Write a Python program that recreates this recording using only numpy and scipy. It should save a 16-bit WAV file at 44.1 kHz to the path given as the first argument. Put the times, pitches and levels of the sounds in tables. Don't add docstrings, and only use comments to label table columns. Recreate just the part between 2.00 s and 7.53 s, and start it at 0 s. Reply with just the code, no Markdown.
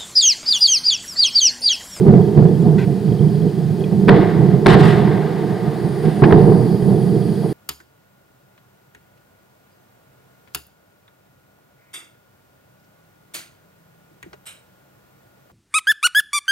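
import sys
import numpy as np
from scipy import signal
from scipy.fft import rfft, irfft, next_fast_len
from scipy.io import wavfile
from scipy.ndimage import uniform_filter1d

SR = 44100
rng = np.random.default_rng(int(sys.argv[2]) if len(sys.argv) > 2 else 0)


def inscribe(sig):
    pcm = np.round(np.clip(np.atleast_2d(sig).T, -1, 1) * 32767)
    wavfile.write(sys.argv[1], SR, pcm.astype(np.int16))


N = 243873


def fire():
    # frequency in Hz, dB per Hz.
    deep_colour = [(15, -56), (25, -39.5), (52, -42), (70, -24.5), (100, -14.5), (127, -3), (155, 1.5),
                   (178, -2), (198, -1.5), (220, -6.5), (247, -24.5), (270, -26.5), (350, -49), (590, -120)]
    upper_colour = [(60, -52), (150, -15), (250, -10), (312, -2.5), (413, 2), (483, -6), (532, -23.5),
                    (560, -16.5), (730, -23), (1230, -120)]
    rattle_colour = [(100, -37), (320, 3.5), (540, -3), (739, 4), (823, -0.5), (899, -2.5), (975, -8.5),
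                     (1070, -9.5), (1130, -15), (1220, -10.5), (1310, -25.5), (1350, -18), (1760, -25),
                     (2970, -120)]
    # frequency in Hz, dB per Hz.
    push_colour = [(10, -36), (20, 2), (35, 4), (52, -1), (70, -5.5), (100, -30), (300, -100)]
    # time in seconds, then deep roll, upper roll and rattle in dB.
    burning = [(0, -14, -17, -36), (.5, -34, -26.5, -39), (1.8, -30, -31, -41), (2.4, -27, -21, -37),
               (3.3, -32, -25.5, -32.5), (4.1, -32, -28, -35.5), (4.7, -28, -27.5, -38),
               (5.53, -29.5, -34, -39.5)]
    # time of the top, rise and fall in seconds (each spans 20 dB),
    # then deep roll, upper roll and rattle at the top in dB.
    booms = [ (0.063, 0.022, .06, -15, -11, -32.5), (0.091, .05, 0.13, -4, -18, -26),
             (0.141, 0.031, 0.15, -8, -10.5, -29.5), (.21, .1, 0.054, -12, -32, -30),
             (.283, .08, 0.15, -17.5, -32, -33.5), (0.379, 0.034, 0.28, -4.5, -12.5, -27.5),
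             (.43, 0.12, 0.25, -12.5, -18.5, -37.5), (0.664, .12, 0.37, -8.5, -18, -30.5),
             (.88, 0.04, 0.23, -16, -25, -41), (1.118, 0.16, 0.11, -12, -21, -41),
             (1.207, 0.036, 0.2, -11.5, -22, -36), (1.29, 0.11, 0.15, -12.5, -23.5, -53),
             (1.47, 0.22, 0.043, -12, -19, -40), (1.59, 0.2, .3, -20, -26, -43),
             (1.74, 0.23, 0.041, -14, -39, -43), (1.8, 0.044, 0.14, -19, -21, -38),
             (1.865, 0.13, .1, -20.5, -25, -49), (1.925, .05, 0.27, -12.5, -23.5, -38),
             (2.04, 0.18, 0.19, -13.5, -22.5, -50), (2.078, .015, 0.054, -5, -11.5, -34),
             (2.09, .012, 0.29, -6, -8.5, -14.5), (2.19, 0.15, 0.047, -14, -11, -32),
             (2.258, 0.029, 0.076, -16, -23, -32), (2.396, 0.082, 0.35, -9, -20, -28),
             (2.552, 0.22, 0.069, -12.5, -18, -46), (2.665, .012, 0.33, -7.5, -9, -14.5),
             (2.76, 0.13, 0.27, -9, -13.5, -29), (2.835, 0.17, 0.16, -7, -14.5, -20.5),
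             (2.95, .2, 0.6, -13.5, -20.5, -24.5), (3.06, 0.14, 0.23, -15, -26, -37),
             (3.17, 0.1, 0.048, -15, -37, -39), (3.255, 0.029, 0.19, -21, -26.5, -34),
             (3.44, 0.13, 0.084, -19, -25.5, -43), (3.527, 0.12, 0.048, -15, -28, -32),
             (3.671, 0.11, 0.13, -16.5, -32, -31), (3.849, .11, 0.25, -17, -25.5, -35),
             (4.081, 0.12, 0.074, -12.5, -17.5, -30.5), (4.195, 0.18, 0.094, -18.5, -24.5, -34),
             (4.224, .005, 0.17, -4.5, -8, -13.5), (4.325, 0.041, 0.49, -6, -9, -21),
             (4.479, 0.048, 0.28, -8, -15, -23.5), (4.759, 0.3, 0.022, -14, -24.5, -38),
             (4.827, 0.028, 0.39, -15.5, -26, -33.5), (4.915, 0.15, 0.38, -13, -17, -32.5),
             (5.103, 0.097, 0.16, -12, -21.5, -35.5), (5.17, 0.087, 0.053, -26, -18, -46),
             (5.215, 0.023, 0.21, -20, -33, -38.5), (5.27, 0.097, 0.47, -17.5, -22.5, -50),
             (5.445, 0.043, 0.16, -18, -21, -31.5)]
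    levels_db = []
    for bed_db, boom_db in zip(follow(burning), swells_db(booms)):
        levels_db.append(10 * np.log10(amp(2 * bed_db) + amp(2 * boom_db)))
    deep_db, upper_db, rattle_db = levels_db
    deep = amp(deep_db) * steadied(noise(deep_colour), 970, 0.42)
    upper = amp(upper_db) * steadied(noise(upper_colour), 1100, 0.16)
    push = amp(1.85 * upper_db - 9.5) * noise(push_colour)
    rattle = amp(rattle_db + 1.06 * lumps()) * walled(noise(rattle_colour))
    return deep + upper + push + rattle


def blasts():
    # start in seconds, peak in dB, time to swing negative in ms,
    # crack level in dB over the front, crack length in ms, upper treble edge in Hz.
    shocks = [(2.081, -11, 1.1, -9, 3.5, 6000), (2.085, -1.5, 0.39, -12.5, 5.5, 4020),
              (2.091, -7.5, 1.4, 0.5, 6.2, 4400), (2.246, -20, 1.2, -12, 6.7, 2500),
              (2.391, -39, 1.1, -9, 9.2, 2000), (2.6602, -8.5, 2.3, 1.5, 4.7, 5000),
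              (2.667, 3.5, 0.57, -7, 3.3, 9200), (4.222, -5, 0.81, -16.5, 3, 1500),
              (4.233, -22.5, 0.91, -2, 9.5, 2500), (4.238, -2.5, 1.2, -11.5, 8.2, 3470),
              (4.241, -13.5, 0.7, -10, 17, 3900), (4.252, -14.5, 1.1, -4, 2, 6000),
              (4.309, -15.5, 0.59, -10, 7.4, 1800), (4.325, 0, 1.3, -17.5, 4.5, 3450),
              (4.328, -6, 0.68, -16, 3.3, 4500)]
    # frequency in Hz, gain in dB.
    front_colour = [(30, 1.5), (150, 16.5), (260, -3.5), (400, 2), (1000, 4), (2000, 3), (3000, -9.5),
                    (5000, -12.5), (6500, -33), (9500, -10), (15000, -39)]
    t = np.arange(2048) / SR
    shared, own = np.zeros(N), np.zeros(N)
    for s, db, ms, crack_db, crack_ms, edge_hz in shocks:
        u = t / (ms / 1000)
        jump = (1 - u) * np.exp(-u)
        front = signal.lfilter(*signal.butter(2, edge_hz, fs=SR), jump)
        crack_band = signal.butter(2, [900, edge_hz], "band", fs=SR)
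        grit = evened(signal.lfilter(*crack_band, rng.standard_normal((2, len(t)))))
        grit = grit * amp(crack_db) * np.exp(-(t / (crack_ms / 1000)) ** 2)
        start = round(s * SR)
        at = slice(start, start + len(t))
        shared[at] += amp(db) * (front + grit[0])
        own[at] += amp(db) * 0.33 * grit[1]
    log_gain = np.log(amp(read(front_colour, abs(np.fft.fftfreq(8192, 1 / SR)))))
    causal = np.fft.ifft(np.exp(log_gain - 1j * signal.hilbert(log_gain).imag)).real[:4096]
    shared, own = (signal.oaconvolve(x, causal)[:N] for x in (shared, own))
    return ports(shared, own, np.zeros_like)


def puffs_and_echoes():
    # frequency in Hz, dB per Hz.
    fizz_colour = [(200, -28), (740, 5), (1250, 6.5), (1330, -1), (1430, 3), (1480, 3), (1580, 6.5),
                   (1720, 2.5), (1900, 6), (2540, -8.5), (3620, -8), (5070, -19), (5500, -31), (6300, -39),
                   (8190, -61), (13900, -120)]
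    sizzle_colour = [(1800, -25), (2600, 14.5), (3600, 11.5), (5000, 5.5), (6300, -6), (8300, -2),
                     (11500, -6.5), (14200, -21), (15500, -26)]
    # time of the top, fizz rise and fall in seconds
    # (each spans 20 dB), fizz level in dB, dB added for the sizzle.
    swell_rows = [(.085, .04, 0.089, -39, -17), (.148, .04, 0.18, -44, -15), (.39, 0.056, 0.12, -42, -15),
                  (.67, .1, 0.23, -52, -15), (2.1, 0.017, 0.18, -24, -24), (2.146, 0.062, 0.43, -26.5, -26),
                  (2.516, .04, 0.095, -40.5, -17), (2.688, 0.021, 0.15, -17, -5.5),
                  (2.745, 0.057, 0.036, -17, -11), (2.81, 0.086, 0.35, -25, -1),
                  (2.86, 0.081, 0.2, -26, -3.5), (2.915, .08, 0.17, -29, -11.5),
                  (2.99, 0.099, 0.077, -32.5, -6.5), (3.054, 0.079, 1, -33, -14),
                  (3.398, 0.17, 3.7, -42, -14), (4.0, .05, .15, -41.5, -10), (4.055, 0.054, 0.61, -39, 3),
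                  (4.245, 0.042, .15, -39, -15), (4.275, .04, .08, -38, -14), (4.31, .06, .04, -31, -14),
                  (4.345, 0.035, 0.21, -34, -14), (4.4, .05, .15, -41, -12), (4.49, 0.056, 0.24, -44, -10),
                  (4.593, 0.028, 0.24, -49.5, -9)]
    s, rise, fall, db, treble_db = np.transpose(swell_rows)
    faster = 1.27
    fizz_db, = swells_db(np.transpose([s, rise, fall, db]))
    sizzle_rows = np.transpose([s, rise / faster, fall / faster, faster * db + treble_db])
    sizzle_db, = swells_db(sizzle_rows)
    lumps_db = 1.08 * lumps()
    fizz = amp(fizz_db + lumps_db) * walled(noise(fizz_colour))
    sizzle = amp(sizzle_db + faster * lumps_db) * noise(sizzle_colour)
    return fizz + sizzle


def chorus():
    # time in seconds, then the bands near 4.7, 9.3 and 10.6 kHz in dB.
    band_levels = [(0, -61, -60, -66), (.76, -61, -62.5, -68), (1.38, -57, -60, -70),
                   (2.05, -62.5, -63, -68), (3.3, -61, -66, -66), (4.2, -53, -54.5, -60.5),
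                   (4.45, -50.5, -54, -56), (4.78, -47.5, -57, -58), (4.89, -56.5, -55.5, -53.5),
                   (5.4, -49, -53.5, -59), (5.53, -59, -54, -52)]
    low_db, middle_db, high_db = (db + 1.2 * lumps(span=4000) for db in follow(band_levels))
    a, b, c, d, e, f = rng.standard_normal((6, N))
    low = np.array([band(x, 4660, 650) for x in (a + 0.53 * b, a - 0.29 * b)])
    low = low + amp(-13) * band(e, 13600, 1200)
    middle = np.array([band(x, 9270, 1300) for x in (c + 0.25 * f, c - 0.25 * f)])
    high = band(d, 10660, 1500)
    return amp(low_db) * low + amp(middle_db) * middle + amp(high_db) * high


def ticks():
    # start in seconds, typical peak in dB.
    single_ticks = [(.0189, -47), (.0528, -52), (.2528, -48), (.4529, -51), (1.1233, -37.5), (1.1907, -39),
                    (1.5873, -46), (1.807, -39), (1.8392, -33)]
    # first and last start in seconds, typical peak in dB.
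    tick_runs = [(0.218, .3529, -42.5), (0.485, .686, -45), (1.0857, 1.553, -43.5), (4.691, 5.49, -43.5)]
    step_s, spread_db = .0666, 1.
    typical_hz, top_s = 3290, .0018
    rows = list(single_ticks)
    for first, last, db in tick_runs:
        rows += [(s, db) for s in np.arange(first, last + step_s / 2, step_s)]
    t = np.arange(900) / SR
    shape = (t / top_s) * np.exp(1 - t / top_s)
    out = np.zeros(N)
    for (s, db), (detune, vary) in zip(rows, rng.standard_normal((len(rows), 2))):
        tone = np.sin(2 * np.pi * typical_hz * (1 + .02 * detune) * t)
        out[round(s * SR):][:len(t)] += amp(db + spread_db * vary) * shape * tone
    return out * amp([[-.5], [.5]])


def squawk():
    # start in seconds, length in seconds, starting level in dB, typical start and end pitch in Hz.
    call = (.777, .078, -31, 483, 494)
    # centre in Hz, width of one pass in Hz, level in dB.
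    throat_rows = [(900, 450, 1), (1540, 390, 6), (1910, 450, 5), (2300, 490, 1), (3250, 350, -5),
                   (3870, 300, -12), (2200, 5000, -16)]
    attack_s, fade_db = 0.0056, -9.5
    throb_hz, throb_db = 37, -0.5
    start, length, db, start_hz, end_hz = call
    t = np.arange(0, length, 1 / SR)
    jitter = evened(uniform_filter1d(rng.standard_normal(N), 150))[:len(t)]
    pitch = np.linspace(start_hz, end_hz, len(t)) * (1 + 0.059 * jitter)
    turns = np.cumsum(pitch) / SR
    tone = evened(sum(np.cos(2 * np.pi * k * turns) for k in range(2, 9)))
    folds = tone + 2.4 * rng.standard_normal(N)[:len(t)]
    throat = sum(amp(d) * resonate(resonate(folds, f, w), f, w) for f, w, d in throat_rows)
    throb = throb_db * np.cos(2 * np.pi * throb_hz * t - 1.2)
    attack = np.minimum(t / attack_s, 1) ** 2
    shape = attack * amp(db + fade_db * t / length + throb) * signal.windows.tukey(len(t), .2)
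    out = np.zeros(N)
    out[round(start * SR):][:len(t)] = shape * evened(throat)
    return out * amp([[.3], [-.3]])


def blips():
    # start in seconds, peak in dB, start and end pitch in Hz, length in seconds.
    tones = [(.618, -52, 7300, 7300, .012), (1.795, -48, 11000, 11000, .012),
             (1.836, -39, 2600, 2400, .014), (3.725, -51, 3350, 4750, .1)]
    out = np.zeros(N)
    for s, db, start_hz, end_hz, length in tones:
        hz = np.linspace(start_hz, end_hz, round(length * SR))
        tone = np.sin(2 * np.pi * np.cumsum(hz) / SR)
        out[round(s * SR):][:len(hz)] += amp(db) * signal.windows.tukey(len(hz), .4) * tone
    return out


def hiss():
    # frequency in Hz, dB per Hz.
    hiss_colour = [(200, -32), (740, -6), (1250, 1), (1290, -3.5), (1480, -1), (1610, -0.5), (2010, 0),
                   (2190, -7), (2430, -4), (2790, -7), (3270, -5), (3520, -7), (4830, -5), (5780, -12.5),
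                   (9600, -14.5), (15600, -19.5)]
    return amp(-46.5) * walled(noise(hiss_colour))


def ports(a, b, colour_db):
    # frequency in Hz, left-right likeness (1 is identical).
    likeness = [(30, .8), (140, .99), (220, .97), (255, .6), (300, .97), (460, .97), (540, .2), (620, .75),
                (780, .85), (835, .35), (900, .85), (1330, .6), (1600, .97), (2050, .96), (2400, .6),
                (2900, .85), (6000, .82), (9500, .88), (12500, .99)]
    # frequency in Hz, left minus right in dB.
    balance = [(30, -7.5), (90, -10), (200, -6.5), (260, -5), (400, -4), (520, -3), (680, 4), (770, -7),
               (1000, 4.5), (1250, -6), (1390, 6.5), (1500, -0.5), (2000, 0), (2400, -5.5), (2800, 1.5),
               (4200, 0), (15000, 0)]
    # frequency in Hz, lead of left over right in radians.
    left_lead = [(30, -.5), (200, -.33), (245, -.9), (275, .1), (480, -.3), (535, -1.2), (560, 1.4),
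                 (650, 1), (700, -.5), (780, -.3), (820, 1.6), (880, 0), (1050, .5), (1500, -.1),
                 (2200, -.6), (2600, .7), (3300, -.1), (5200, -.2), (7000, 0)]
    size = next_fast_len(N)
    hz = np.fft.rfftfreq(size, 1 / SR)
    same = np.clip(read(likeness, hz), 0, 1)
    lean = amp(read(balance, hz))
    turn = np.exp(.5j * read(left_lead, hz))
    shared = rfft(a, size) * np.sqrt((1 + same) / 2)
    own = rfft(b, size) * np.sqrt((1 - same) / 2)
    pair = np.array([lean * turn * (shared + own), (shared - own) / turn]) * 2 / (1 + lean)
    return irfft(pair * amp(colour_db(hz)), size)[:, :N]


def noise(spectrum):
    pair = ports(*rng.standard_normal((2, N)), lambda hz: read(spectrum, hz))
    return pair / np.sqrt(np.mean(pair.mean(0) ** 2))


def walled(pair):
    delay_ms, echo_db = 5.6, -18
    return pair + amp(echo_db) * np.roll(pair, round(delay_ms * SR / 1000), axis=1)


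def steadied(pair, span, share):
    power = uniform_filter1d(uniform_filter1d(pair.mean(0) ** 2, int(span)), int(span))
    out = pair / (abs(power) + 0.15) ** (share / 2)
    return out / np.sqrt(np.mean(out.mean(0) ** 2))


def lumps(span=400):
    return evened(uniform_filter1d(uniform_filter1d(rng.standard_normal(N), span), span))


def swells_db(rows):
    s, rise, fall, *tops_db = np.transpose(rows)
    at = np.arange(0, N + 64, 64)
    t = at[:, None] / SR - s
    spans_of_20_db = np.where(t < 0, -t / np.maximum(rise, .003), t / np.maximum(fall, .003))
    shape = amp(-40 * spans_of_20_db)
    curves = [10 * np.log10(shape @ amp(2 * top_db) + 1e-14) for top_db in tops_db]
    return [np.interp(np.arange(N), at, curve) for curve in curves]


def follow(rows):
    s, *columns = np.transpose(rows)
    return [np.interp(np.arange(N) / SR, s, c) for c in columns]


def read(points, hz):
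    f, value = np.transpose(points)
    return np.interp(np.log(hz + 1), np.log(f + 1), value)


def resonate(x, hz, width):
    turn = np.exp(2j * np.pi * np.cumsum(hz * np.ones(len(x))) / SR)
    r = np.exp(-np.pi * width / SR)
    return 2 * (turn * signal.lfilter([1 - r], [1, -r], x / turn)).real


def band(x, hz, width):
    peak = signal.iirpeak(hz, hz / width, SR)
    return evened(signal.lfilter(*peak, signal.lfilter(*peak, x)))


def amp(db):
    return 10 ** (np.asarray(db) / 20)


def evened(x):
    return x / np.sqrt(np.mean(x ** 2) + 1e-20)


def over_db(x, span, knee_db, recovery_db_per_s):
    power_db = 10 * np.log10(abs(uniform_filter1d((x ** 2).mean(0), int(span))) + 1e-12)
    fall = np.arange(N) * recovery_db_per_s / SR
    held_db = np.maximum.accumulate(power_db + fall) - fall
    return uniform_filter1d(np.maximum(held_db - knee_db, 0), 200)


def scene():
    far = fire() + blasts() + puffs_and_echoes()
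    return far + hiss() + chorus() + ticks() + blips() + squawk()


def record(dry):
    treble_filter = signal.firwin(101, 8200, pass_zero=False, fs=SR)
    treble = signal.oaconvolve(dry, treble_filter[None], "same")
    treble_gain = amp(-1.5 * over_db(dry, 500, -6.0, 150.))
    dulled = dry - treble * (1 - treble_gain)
    ducked = dulled / amp(0.62 * over_db(dry, 600, -1.9, 60.))
    knee = .8
    below = np.clip(ducked, -knee, knee)
    clipped = below + (1 - knee) * np.tanh((ducked - below) / (1 - knee))
    band_limit = signal.firwin(511, 15750, window=("kaiser", 9), fs=SR)
    return signal.oaconvolve(clipped, band_limit[None], "same")


dry = scene()
out = record(dry)
inscribe(out)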